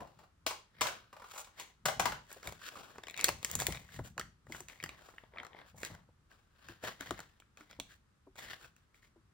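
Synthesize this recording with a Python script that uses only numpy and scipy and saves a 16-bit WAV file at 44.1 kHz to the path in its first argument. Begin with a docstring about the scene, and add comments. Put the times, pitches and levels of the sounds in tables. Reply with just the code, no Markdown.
"""A plastic tub and its lid knock on a stone counter in a quiet kitchen, over a faint steady hush.
Then a foil butter wrapper is peeled open with sharp snaps and rustle, and a knife works the butter.
Knocks are struck plastic resonances, snaps are noise bursts ringing at a crease pitch, rustle is
thousands of tiny clicks; soft bumps and low rumble come from the counter. Random echoes make a small
hard room, and a pair of microphone ports listens from close by."""
import sys
import numpy as np
from scipy import signal
from scipy.fft import rfft, irfft, next_fast_len
from scipy.io import wavfile
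from scipy.ndimage import uniform_filter1d

SR = 44100
rng = np.random.default_rng(int(sys.argv[2]) if len(sys.argv) > 2 else 0)


def master(y):
    """Save y as 16-bit WAV."""
    cut = np.clip(np.atleast_2d(y).T, -1, 1)
    pcm = np.round(cut * 32767)  # scale
    wavfile.write(sys.argv[1], SR, pcm.astype(np.int16))


N = 411453

# The quiet kitchen's noise colour: pitch_hz, level_db (per Hz, relative)
HUSH_COLOUR = [(18, -21.5), (30, 6), (72, 4.5), (280, -10.5), (680, -21), (1270, -13.5), (1900, -20),
               (2400, -23.5), (8000, -30.5), (12000, -37), (16500, -49.5)]
# How alike the hush is at both ports: pitch_hz, likeness (0 to 1)
HUSH_LIKENESS = [(100, 0.92), (600, 0.27), (3000, 0.084)]
HUSH_DB = -69

# Shoves that set the counter rumbling: peak_s, level_db
SHOVES = [(0.0, -59), (0.17, -65), (0.47, -61), (0.83, -52), (1.87, -55.5), (2.0, -45.5), (2.08, -50),
          (2.49, -53.5), (2.96, -62.5), (3.3, -46), (3.57, -40.5), (3.709, -44.5), (3.998, -42.5),
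          (4.24, -57), (4.5, -53), (4.62, -60.5), (4.86, -55.5), (5.3, -65.5), (5.6, -66.5), (5.76, -55.5),
          (5.93, -53.5), (6.2, -70), (6.7, -57.5), (6.86, -57), (7.12, -49.5), (7.6, -70), (7.799, -57),
          (8.47, -60), (8.65, -68.5), (9.25, -68)]
# Colour of that rumble: pitch_hz, level_db (per Hz, relative)
RUMBLE_COLOUR = [(20, -41.5), (45, 8.5), (90, 6.5), (160, 5), (260, -8), (450, -45.5)]
SHOVE_RISE_DB_PER_S, SHOVE_FALL_DB_PER_S = 301, 134

# Lid and tub knocks: start_s, blow_db, edge_tick_db (over the blow), pitch_hz, left_over_right_db
KNOCKS = [(0.004, -40, -30, 546, 0), (0.071, -53, -13, 1080, 0), (0.189, -49, -8.5, 848, 5.5),
          (0.235, -53, -21, 1250, -1), (0.464, -28.5, 3.5, 1200, 7), (0.507, -30.5, -11, 1236, 0.5),
          (0.809, -23.5, -2, 1090, -2), (0.815, -26, 1, 1130, 15), (0.853, -28.5, -15, 1180, -5),
          (0.868, -38.5, 4.5, 569, 23.5), (0.884, -32, -24, 1325, -8), (1.128, -42, -31, 1060, -0.5),
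          (1.165, -42.5, -31, 625, 1), (1.197, -46, -30, 641, 1), (1.219, -41.5, -35, 1030, -2),
          (1.241, -42, -20, 1090, 1.5), (1.335, -43, -14, 1200, -1), (1.359, -39.5, -23, 1200, 0),
          (1.377, -41.5, -3, 1060, 10), (1.391, -40, -8, 1030, 2.0), (1.444, -54.5, 5.5, 960, 5.5),
          (1.47, -48.5, -20, 939, 0), (1.597, -39.5, 2.5, 890, 3), (1.855, -18.5, -6.5, 1390, 3.5),
          (1.883, -24, -12, 890, 9), (1.996, -17.5, -8, 1010, 8), (2.022, -43, -27, 1026, -6),
          (2.055, -17, -15.5, 1080, 8), (2.119, -28.5, -86, 1170, 2.5)]
# What the plastic rings with: pitch_hz, level_db, t60_s (time to fade by 60 dB)
PLASTIC_MODES = [(480, -14, 0.01), (610, 12.5, .03), (620, 3, 0.011), (794, 13.5, .03), (854.6, 2.5, 0.17),
                 (971, 10, 0.041), (1080, 9.5, 0.024), (1183, 2.5, .06), (1328, 2, 0.032),
                 (1490, -11, 0.038), (1650, -19.5, 0.015), (1930, -12.5, 0.019), (2750, -10, 0.07)]

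# Strokes of fingers and knife over plastic and foil: peak_s, swell_s, fade_s, rustle_db,
# fold_pitch_hz, sizzle_db (over the rustle), body_db (over the rustle)
STROKES = [(0.004, .01, 0.075, -67.5, 1037, -10, 19), (0.23, 0.45, 0.045, -73.5, 1320, -10, 3.5),
           (0.796, 0.0045, .005, -75, 2000, -24, -24), (0.879, 0.085, 0.14, -49, 1590, -19, -4.5),
           (1.332, 0.071, 0.073, -56, 1244, -6.5, -38), (1.4, 0.068, 0.017, -57.5, 1147, 7.5, -36),
           (1.603, 0.036, 0.088, -56.5, 2110, -7, -2.5), (2.33, 0.073, .1, -59.5, 1768, -3.5, -2.5),
           (2.464, 0.026, 0.081, -56.5, 1672, -2, 4), (2.67, 0.064, 0.027, -51.5, 1594, -7, -18),
           (2.8, 0.17, 0.23, -55.5, 1298, -7.5, 1.5), (3.212, 0.069, 0.12, -50.5, 2400, -38, -5),
           (3.288, 0.086, 0.013, -50, 2263, -15.5, -2), (3.527, 0.12, 0.054, -52.5, 1937, 0, -0.5),
           (3.61, 0.011, 0.032, -47.5, 2014, 5.5, 1), (3.72, 0.09, 0.12, -53.5, 2180, -2, 1),
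           (3.958, 0.075, .04, -59.5, 1932, -3.5, -6), (4.061, 0.013, 0.033, -59, 1688, 1, -2),
           (4.542, 0.038, 0.1, -57.5, 1580, 0.5, -0.5), (4.701, 0.0067, 0.17, -64.5, 1872, -3, -2.5),
           (4.91, 0.09, 0.37, -67, 2130, -16, 3), (5.07, 0.14, 0.16, -67.5, 1440, -2.5, -2),
           (5.382, 0.034, 0.14, -63.5, 1850, -46, 10), (5.58, 0.048, 0.089, -62.5, 2050, -27.5, 3),
           (5.689, 0.021, 0.023, -67.5, 1480, -5, -11), (5.799, 0.022, 0.054, -68, 2100, 8, 4.5),
           (5.859, 0.03, 0.05, -54, 2025, -4, -4), (5.94, 0.028, 0.09, -68.5, 1913, -10, 7),
           (6.325, 0.016, 0.12, -69.5, 1510, -7.5, 0.5), (6.692, 0.11, 0.092, -58, 1670, -10.5, -4.5),
           (6.854, 0.014, 0.066, -45, 1782, -7.5, -1.5), (6.894, 0.017, 0.013, -52.5, 1830, -9.5, -2),
           (7.028, 0.032, 0.22, -54.5, 1910, -9, -4), (7.201, 0.022, 0.027, -65, 1902, -13, 0),
           (7.601, 0.019, .06, -65, 1543, -6.5, 0), (7.717, 0.016, 0.072, -66.5, 2182, -10, -2),
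           (7.922, 0.053, 0.042, -64.5, 1733, -5.5, -8.5), (8.375, .004, 0.038, -62, 2200, -2.5, -2),
           (8.402, .01, .01, -55.5, 1990, -5, -3), (8.44, 0.0084, 0.016, -55, 1901, -7.5, -4),
           (8.522, 0.047, 0.028, -49.5, 1870, -11, -7.5), (8.642, 0.096, 0.051, -61.5, 1560, -6, -2.5),
           (8.78, .005, 0.14, -79, 1600, -8.5, -9.5), (8.959, .005, 0.057, -73.5, 1990, -2.5, -5),
           (9.043, .005, .04, -69.5, 2100, -4.5, -5)]
STROKE_HOLD_S = 0.015  # flat top on either side of the peak
STROKE_DEPTH_DB = 18  # drop from the flat top, one swell before it and one fade after it
# Colours of large folds, small folds and the finest crinkles: pitch_hz, level_db (per Hz, relative)
BODY_COLOUR = [(250, -3.5), (400, 0.5), (700, 3), (1100, 3), (1600, -14), (3000, -60.5)]
CRACK_COLOUR = [(600, -20), (1200, -13), (2200, 3.5), (3500, 1), (5500, -2), (8000, -34.5)]
SIZZLE_COLOUR = [(4000, -45), (6000, 6), (8000, 2), (11000, -4), (13500, -7), (15700, -1.5), (16400, -20)]
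OVERTONE, OVERTONE_SHARE = 1.55, 0.42  # second ring of a crease: pitch ratio and strength

# The butter block and the hands bump the counter: start_s, level_db, pitch_hz, t60_s
BUMPS = [(0.463, -31, 638, 0.051), (0.81, -33.5, 627, 0.08), (1.851, -36.5, 151, 0.21),
         (1.994, -26.5, 640, 0.047), (2.056, -29, 520, 0.027), (2.363, -46, 532, 0.052),
         (2.476, -39, 71, 0.085), (3.278, -34.5, 565, 0.081), (3.56, -47, 86, 0.12),
         (3.683, -29.5, 84, 0.17), (3.991, -28.5, 117, 0.11), (4.046, -53, 80.7, 0.076),
         (4.167, -46.5, 154, 0.16), (4.496, -44, 318, 0.1), (4.602, -45.5, 353, 0.084),
         (4.833, -50, 138, 0.13), (5.743, -49.5, 99, 0.12), (5.808, -51, 65.2, 0.048),
         (5.9, -45.5, 163, 0.17), (6.087, -55, 93, 0.11), (6.688, -46, 338, 0.12),
         (6.835, -35.5, 607, 0.11), (7.004, -42.5, 273, 0.1), (7.107, -31.5, 351, 0.056),
         (7.6, -56.5, 300, 0.17), (7.788, -44, 265, 0.099), (8.266, -50.5, 380, 0.11),
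         (9.158, -57, 328, 0.13)]
# Colour of the muffled contact: pitch_hz, level_db (per Hz, relative)
PUFF_COLOUR = [(60, -28.5), (150, -17.5), (300, 3), (600, 0), (1000, -6), (2000, -40.5)]

# Foil creases snapping: start_s, crack_db, crease_pitch_hz, sizzle_db (over the crack),
# body_db (over the crack), left_over_right_db
SNAPS = [(2.3036, -44.5, 1430, -5, -5, -2), (2.3156, -42.5, 2330, 0, -4.5, 4),
         (2.328, -51, 1830, 17, -6, 0), (2.4299, -41, 1500, -4, -9, -4),
         (2.4729, -29.5, 2380, -3.5, -25, -0.5), (2.5234, -40.5, 1160, 0, 3.5, -2),
         (2.616, -44, 1430, -10, -26, -8), (2.6814, -40, 1610, -11, -27, -9),
         (2.7557, -38, 1190, -13, -16, -6), (2.7746, -42, 1160, -9, -23, -5),
         (2.958, -45.5, 1520, -16, 1, -3), (2.9826, -40, 1690, -6, 3, -0.5),
         (3.036, -36.5, 2280, -8, -5.5, 2), (3.0697, -38.5, 2000, -5.5, -10, 10),
         (3.0833, -34, 2420, -6, -6.5, 1.5), (3.0983, -35, 2310, -6, -26, 7),
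         (3.1092, -38.5, 2400, -3, -11, -3), (3.142, -38.5, 2500, -13, -26, 13),
         (3.165, -38, 2430, -6, -36, -6), (3.176, -28.5, 2400, -3, -25, 1),
         (3.1808, -31.5, 2430, -6, -28, 1), (3.1936, -30.5, 2080, -8, -30, 6),
         (3.2015, -29, 2760, -5, -14, -3), (3.2111, -28, 2460, 4, -20, 2), (3.2426, -14, 2270, 5, -18, 2),
         (3.2838, -20.5, 2705, -5.5, -11, -4), (3.2893, -22, 2230, 1.5, 2, 6.5),
         (3.429, -39.5, 4110, 4, -3.5, 8), (3.447, -24, 4000, 8, -14, 1), (3.499, -37, 1430, 2, -22, -1),
         (3.5136, -41.5, 1400, 16, -9, 15), (3.5531, -27, 4110, 10, -7.5, 2),
         (3.579, -45, 2000, -14, -22, 5), (3.5896, -34.5, 1390, -7, -20, 0),
         (3.601, -25.5, 2280, 2, -20, 1), (3.6195, -28, 1720, 2, 3, -2), (3.6676, -20.5, 2300, 4, -15, 9),
         (3.7232, -35, 2030, 2.5, -28, 15), (3.7474, -35.5, 2280, -18, -12, 2),
         (3.7713, -34.5, 2340, -31, -13, 2.0), (3.8899, -47.5, 1730, -23, -18, -1),
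         (3.9904, -36.5, 1240, -12.5, 4.5, 2.0), (4.179, -26.5, 1740, -6.5, -6, -5),
         (4.1962, -26.5, 1290, -2.5, -3, 0.5), (4.2118, -29.5, 2030, -12, -20, -1),
         (4.4682, -48, 1210, -13.5, 1.5, 3), (4.5223, -33, 2086, -6, -23, 3),
         (4.5469, -36, 1720, -24, -4, 3.0), (4.605, -43, 1420, 7, 1, 3.5), (4.6845, -39, 1790, -1, -27, -1),
         (4.6979, -39.5, 2180, -27, -13, 5), (4.7306, -49, 2010, -16, -17, 8),
         (4.801, -37.5, 2380, -25, -24, 4), (4.8273, -38, 2100, -7, -8, 3),
         (4.8385, -26, 1890, -4.5, -9, 1.5), (4.8603, -36.5, 1980, -9, -9, 1.5),
         (4.8916, -33.5, 2470, -10.5, -9, -2), (5.0873, -46.5, 1230, -20, 2, 6),
         (5.1384, -50, 1210, -21, 0, -1), (5.1823, -36, 1800, -48, -34, -0.5),
         (5.2362, -56.5, 2136, -29.5, 9, 6.5), (5.3366, -49, 1960, -40, -1.5, -0.5),
         (5.3604, -45.5, 2050, -35.5, 1, 0), (5.3717, -38.5, 1530, -33, -10.5, 3.0),
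         (5.3839, -30.5, 2030, -48, -31, 1.0), (5.3994, -32.5, 2080, -33, -17, 0),
         (5.4323, -40, 1270, -11, -23, 11), (5.449, -40.5, 1250, -9, -4, 11),
         (5.4668, -40, 1240, -8.5, -4, 6), (5.5314, -47.5, 1960, -37, -8, 8),
         (5.5474, -49.5, 2060, -41, 5, 5), (5.5653, -49, 2020, -30, -7, 4),
         (5.5834, -57.5, 2020, -26, -19.5, -4), (5.599, -47, 2040, -25, -17, -1),
         (5.6147, -45.5, 2080, -23, -5, 2), (5.8317, -28.5, 1700, -4.5, -6.5, -2),
         (5.8496, -31.5, 1740, 2.5, -12.5, -4), (5.9492, -42.5, 1353, -6, -6, 0.5),
         (6.3143, -50.5, 1700, -12.5, -15.5, 3.5), (6.6858, -37.5, 1696, -9, -29, 0.5),
         (6.8388, -36.5, 1670, -3, -4, -1), (6.9915, -53, 1250, -26, -7, 5.0),
         (7.0085, -32.5, 1500, -2.5, -6, 9), (7.027, -40, 1480, -23, -17, 1.0),
         (7.0812, -49, 1370, -3, -3, -6), (7.108, -23.5, 1160, -9, -3, 5),
         (7.1912, -37.5, 1240, -6, -1, 0.5), (7.203, -36, 1380, -2.5, -3.5, 1.5),
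         (7.4005, -46.5, 3550, -5, -9.5, 1), (7.4213, -49, 1465, -32, -11.5, -1),
         (7.5725, -43, 1602, -5.5, -13.5, 0.5), (7.6082, -42, 1480, -11, -6.5, -3.5),
         (7.7113, -45.5, 1400, -3, -7, 2), (7.729, -46, 3200, -18, -8, 1),
         (7.7992, -26.5, 3650, -4.5, -8, -3), (7.9073, -52.5, 1590, -17, -28, -3),
         (7.9242, -56, 1550, -17.5, -19.5, 5.5), (8.3562, -48, 1410, -7, -1, -1.0),
         (8.5329, -39, 1790, -26, -3.5, 1), (8.6441, -45, 1540, -25.5, -28, -2),
         (8.764, -55.5, 1790, -1.5, -13.5, -2), (8.944, -52.5, 2150, -21.5, -16.5, 0.5),
         (9.0296, -53.5, 1900, -17, -22, -1.5), (9.0454, -58, 1900, -15, -18, -4)]
BURST_MS = 1.43  # time scale of a snap

# How long the room rings: pitch_hz, t60_s
ROOM_FADE = [(200, .36), (530, .3), (1400, .28), (3700, .33), (7000, .29), (13000, .21)]
# How alike the echoes are at both ports: pitch_hz, likeness (0 to 1)
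ECHO_LIKENESS = [(60, 0.33), (300, 0.65), (1000, 0.13), (4000, 0.14), (7000, 0.17), (15000, 1)]

# Phase lead of the left port; the treble reaches the right first: pitch_hz, left_lead_radians
LEFT_LEAD = [(0, 0), (1000, .6), (3000, 1.1), (5200, 0), (7150, -5.6), (9650, -3 * np.pi),
             (17250, -7 * np.pi)]
# Level of the right port against the left: pitch_hz, level_db
RIGHT_SHADE = [(300, -0.57), (4000, -1.1)]
EDGE_HZ = 16800  # upper band limit


def gain_of(db):
    """Turns decibels into a gain."""
    return 10 ** (np.asarray(db) / 20)


def evened(x):
    """Scales to an average (rms) strength of 1."""
    return x / np.sqrt(np.mean(x ** 2) + 1e-20)


def peaked(x):
    """Scales to a peak of 1."""
    return x / abs(x).max()


def read(points, hz):
    """Reads a table of pitches and values, in between its points on a log pitch axis."""
    f, value = np.transpose(points)
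    return np.interp(np.log(hz + 1), np.log(f + 1), value)


def colour(x, points):
    """Filters by a table of pitches and dB, without any sound ahead of time (minimum phase)."""
    log_gain = np.log(gain_of(read(points, abs(np.fft.fftfreq(4096, 1 / SR)))))
    spectrum = np.exp(log_gain - 1j * signal.hilbert(log_gain).imag)
    taps = np.fft.ifft(spectrum).real[:2048]
    return signal.oaconvolve(x, taps)[:len(x)]


def add(mix, s, sound, pan_db):
    """Adds a sound to both channels at time s; a positive pan_db favours the left."""
    part = mix[:, max(round(s * SR), 0):][:, :len(sound)]
    part += gain_of([[pan_db / 2], [-pan_db / 2]]) * sound[:part.shape[1]]


def resonate(x, hz, width):
    """Shifts the curve hz down to zero, smooths, and shifts back: a moving resonance."""
    turn = np.exp(2j * np.pi * np.cumsum(hz) / SR)
    r = np.exp(-np.pi * width / SR)
    smooth = signal.lfilter([1 - r], [1, -r], x / turn + 1e-18)
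    return 2 * (turn * smooth).real


def hill(t, rise_db_per_s, fall_db_per_s):
    """Gain that climbs steadily in dB to 1 at t = 0 and sinks again."""
    return gain_of(np.where(t < 0, rise_db_per_s * t, -fall_db_per_s * t))


def kitchen_hush():
    """Steady air and appliance noise, alike at both ports mostly in the bass."""
    hz = np.fft.rfftfreq(N, 1 / SR)
    a, b = rfft(rng.standard_normal((2, N)))
    same = np.clip(read(HUSH_LIKENESS, hz), 0, 1)
    right = same * a + np.sqrt(1 - same ** 2) * b
    spectra = np.array([a, right]) * gain_of(read(HUSH_COLOUR, hz))
    return gain_of(HUSH_DB) * evened(irfft(spectra, N))


def counter_rumble():
    """Lumpy low rumble, set off by shoves, that the counter carries to both ports."""
    t = np.arange(0, N, 64) / SR  # a coarse time grid is enough for the level
    level = sum(gain_of(db) * hill(t - s, SHOVE_RISE_DB_PER_S, SHOVE_FALL_DB_PER_S) for s, db in SHOVES)
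    a, b = (evened(colour(rng.standard_normal(N), RUMBLE_COLOUR)) for _ in range(2))
    pair = np.array([1.1 * a + .12 * b, .9 * a - .12 * b])
    return np.interp(np.arange(N) / SR, t, level) * pair


def tub_knocks():
    """Each blow shakes the plastic for a few ms; the modes near its pitch ring out, its edge ticks."""
    out, t = np.zeros((2, N)), np.arange(4000) / SR
    hz, db, t60 = np.array(PLASTIC_MODES).T[:, :, None]
    for s, blow_db, tick_db, spot_hz, pan_db in KNOCKS:
        spot_db = -6.0 * abs(np.log2(hz / spot_hz))  # where it is struck favours some modes
        modes = gain_of(db + spot_db - 60 * t / t60) * np.sin(2 * np.pi * hz * t)
        radiated = np.gradient(modes.sum(0))  # thin walls radiate little bass
        noise = rng.standard_normal((2, len(t)))
        shake = noise[0] * t * np.exp(-t / 0.0027)
        blow = signal.oaconvolve(shake, radiated)[:len(t)]
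        tick = noise[1] * np.exp(-t / 0.0076) * (1 - np.exp(-t / 0.00063))
        knock = peaked(blow) + gain_of(tick_db) * peaked(colour(tick, CRACK_COLOUR))
        add(out, s, gain_of(blow_db) * knock, pan_db)
        add(out, s, gain_of(blow_db + tick_db) * peaked(colour(tick, SIZZLE_COLOUR)), -1.1)
    return out


def rustle(per_s=3000, spread_db=2.0):
    """Many tiny creases of unequal size, in three sizes of fold; the fold in hand rings at its own pitch."""
    size = gain_of(spread_db * np.minimum(rng.exponential(1, N), 5))
    size = size * (rng.random(N) < per_s / SR)  # keep per_s creases a second on average
    clumps = evened(uniform_filter1d(uniform_filter1d(rng.standard_normal(N), 300), 300))
    grains = size * rng.choice([-1., 1.], N) * gain_of(2.5 * clumps)
    side = rng.uniform(-1.1, 1, N)  # some creases lie nearer each port
    pair = [evened(grains * (1 + k * side)) for k in (1, -1)]
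    folds = np.array([[evened(colour(g, points)) for g in pair] for points in (CRACK_COLOUR, BODY_COLOUR)])
    fizz = evened(colour(grains, SIZZLE_COLOUR)) * gain_of([[-1.6], [1.6]])

    peak_s, pitch_hz = np.transpose(STROKES)[[0, 4]]
    hz = np.interp(np.arange(N) / SR, peak_s, pitch_hz)  # the pitch glides from stroke to stroke
    ring = []
    for g in pair:
        main = evened(resonate(resonate(g, hz, 700), hz, 700))
        overtone = evened(resonate(g, OVERTONE * hz, 900))
        ring.append(main + OVERTONE_SHARE * overtone)
    ring = np.array(ring)

    out = np.zeros((2, N))
    for s, swell, fade, db, _, sizzle_db, body_db in STROKES:
        swell, fade = max(swell, .005), max(fade, .005)
        first = max(round((s - STROKE_HOLD_S - 3 * swell) * SR), 0)
        last = min(round((s + STROKE_HOLD_S + 3 * fade) * SR), N)
        at = np.arange(first, last)
        from_peak = at / SR - s
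        past = from_peak - np.clip(from_peak, -STROKE_HOLD_S, STROKE_HOLD_S)  # zero on the flat top
        broad = gain_of(.5 * np.minimum(sizzle_db, 0))  # a dull stroke is mostly ring
        (crack, body), sizzle = folds[:, :, at], fizz[:, at]
        fold = (ring[:, at] + broad * crack) / np.sqrt(1 + broad ** 2)
        sound = fold + gain_of(sizzle_db) * sizzle + gain_of(body_db) * body
        out[:, at] += gain_of(db) * sound * hill(past, STROKE_DEPTH_DB / swell, STROKE_DEPTH_DB / fade)
    return out * gain_of([[1.2], [-1.2]])


def room_echo(x, gap_ms=3.3):
    """Sparse echoes of random sign, each band dying at its own speed; three tails take turns."""
    out, start = np.zeros((2, N)), round(gap_ms * SR / 1000)
    turn = np.arange(N) / SR * 150  # quick turns: even one click reaches all three
    for k in range(3):
        taps = np.zeros((2, SR // 2))
        at = np.arange(start, SR // 2 - 20, 20)
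        at = at + rng.integers(0, 20, (2, len(at)))  # one echo somewhere in every 20 samples
        np.put_along_axis(taps, at, rng.choice([-1., 1.], at.shape), 1)
        hz, t, z = signal.stft(taps, SR, nperseg=256)
        same = np.clip(read(ECHO_LIKENESS, hz), 0, 1)[:, None]
        z[1] = same * z[0] + np.sqrt(1 - same ** 2) * z[1]
        fading = gain_of(-60 * t / read(ROOM_FADE, hz)[:, None])
        tail = signal.istft(z * fading, SR, nperseg=256)[1]
        tail = tail / np.linalg.norm(tail[0])
        window = np.sqrt(2 / 3) * np.cos(turn + k * np.pi / 3)  # squares sum to 1
        out += signal.fftconvolve((x * window)[None], tail, axes=1)[:, :N]
    return out


def counter_bumps():
    """Soft blows: a dull low ring under a short muffled puff."""
    out, t = np.zeros((2, N)), np.arange(8000) / SR
    for s, db, hz, t60 in BUMPS:
        fade = gain_of(-60 * t / max(t60, .02)) * (1 - np.exp(-t / 0.0071))
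        turns = hz * (t + 0.0016 * (1 - np.exp(-t / 0.004)))  # the pitch sags as the contact spreads
        ring = np.sin(2 * np.pi * turns) + .5 * np.sin(2 * np.pi * 0.74 * turns)
        puff = evened(colour(rng.standard_normal(len(t)), PUFF_COLOUR)) * np.exp(-t / 0.012)
        add(out, s, gain_of(db) * peaked((ring + 1.2 * puff) * fade), 1.4)
    return out


def foil_snaps():
    """A crease buckles: a short burst that rings at the crease pitch, then a fainter shiver of the sheet."""
    out, t = np.zeros((2, N)), np.arange(2048) / SR
    click = np.eye(1, 2048)[0]
    crack, sizzle, body = (colour(click, points) for points in (CRACK_COLOUR, SIZZLE_COLOUR, BODY_COLOUR))
    u = 1000 * t / BURST_MS
    shape = np.sqrt(u) * np.exp(-2 * u) + .09 * np.exp(-t / .007)  # burst, then shiver
    for s, db, hz, sizzle_db, body_db, pan_db in SNAPS:
        burst = rng.standard_normal(len(t)) * shape
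        tones = np.sin(2 * np.pi * hz * t) + OVERTONE_SHARE * np.sin(2 * np.pi * OVERTONE * hz * t)
        ring = tones * t * np.exp(-t * hz / .9)  # dies within a few cycles
        ring_share = min(1, (2600 / hz) ** 2)
        # a dull snap is mostly ring
        fold = ring_share * evened(ring) + gain_of(1.18 * sizzle_db) * evened(crack)
        sharp = burst * (2.3 + np.exp(-t / 0.0013))  # the finest crinkles go first
        parts = signal.fftconvolve([burst, sharp, burst], [fold, sizzle, body], axes=1)[:, :len(t)]
        snap = peaked(parts[0]) + gain_of(body_db) * peaked(parts[2])
        add(out, s, gain_of(db) * snap, pan_db)
        add(out, s, gain_of(db + sizzle_db) * peaked(parts[1]), -1.2)  # treble nearly even at both ports
    return out


def scene():
    """Mixes all sounds; the tub stands farther off than the foil, so more of it goes to the room."""
    plastic = tub_knocks()
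    foil = foil_snaps() + rustle()
    to_room = gain_of(-2.5) * plastic + gain_of(-11.5) * foil
    echo = room_echo(to_room.mean(0))
    return plastic + foil + echo + counter_bumps() + counter_rumble() + kitchen_hush()


def record(dry):
    """The spacing of the ports turns the phase between them; then the band limit."""
    size = next_fast_len(N + 4096)
    z, hz = rfft(dry, size), np.fft.rfftfreq(size, 1 / SR)
    z *= hz ** 2 / (hz ** 2 + 33.0 ** 2)  # the ports roll off the deepest bass
    phase = np.interp(hz, *np.transpose(LEFT_LEAD))
    z[1] *= gain_of(read(RIGHT_SHADE, hz)) * np.exp(-1j * phase)
    ports = irfft(z, size)[:, :N]
    band_limit = signal.firwin(511, EDGE_HZ, window=("kaiser", 9), fs=SR)
    return signal.oaconvolve(ports, band_limit[None], "same")


dry = scene()
out = record(dry)
master(out)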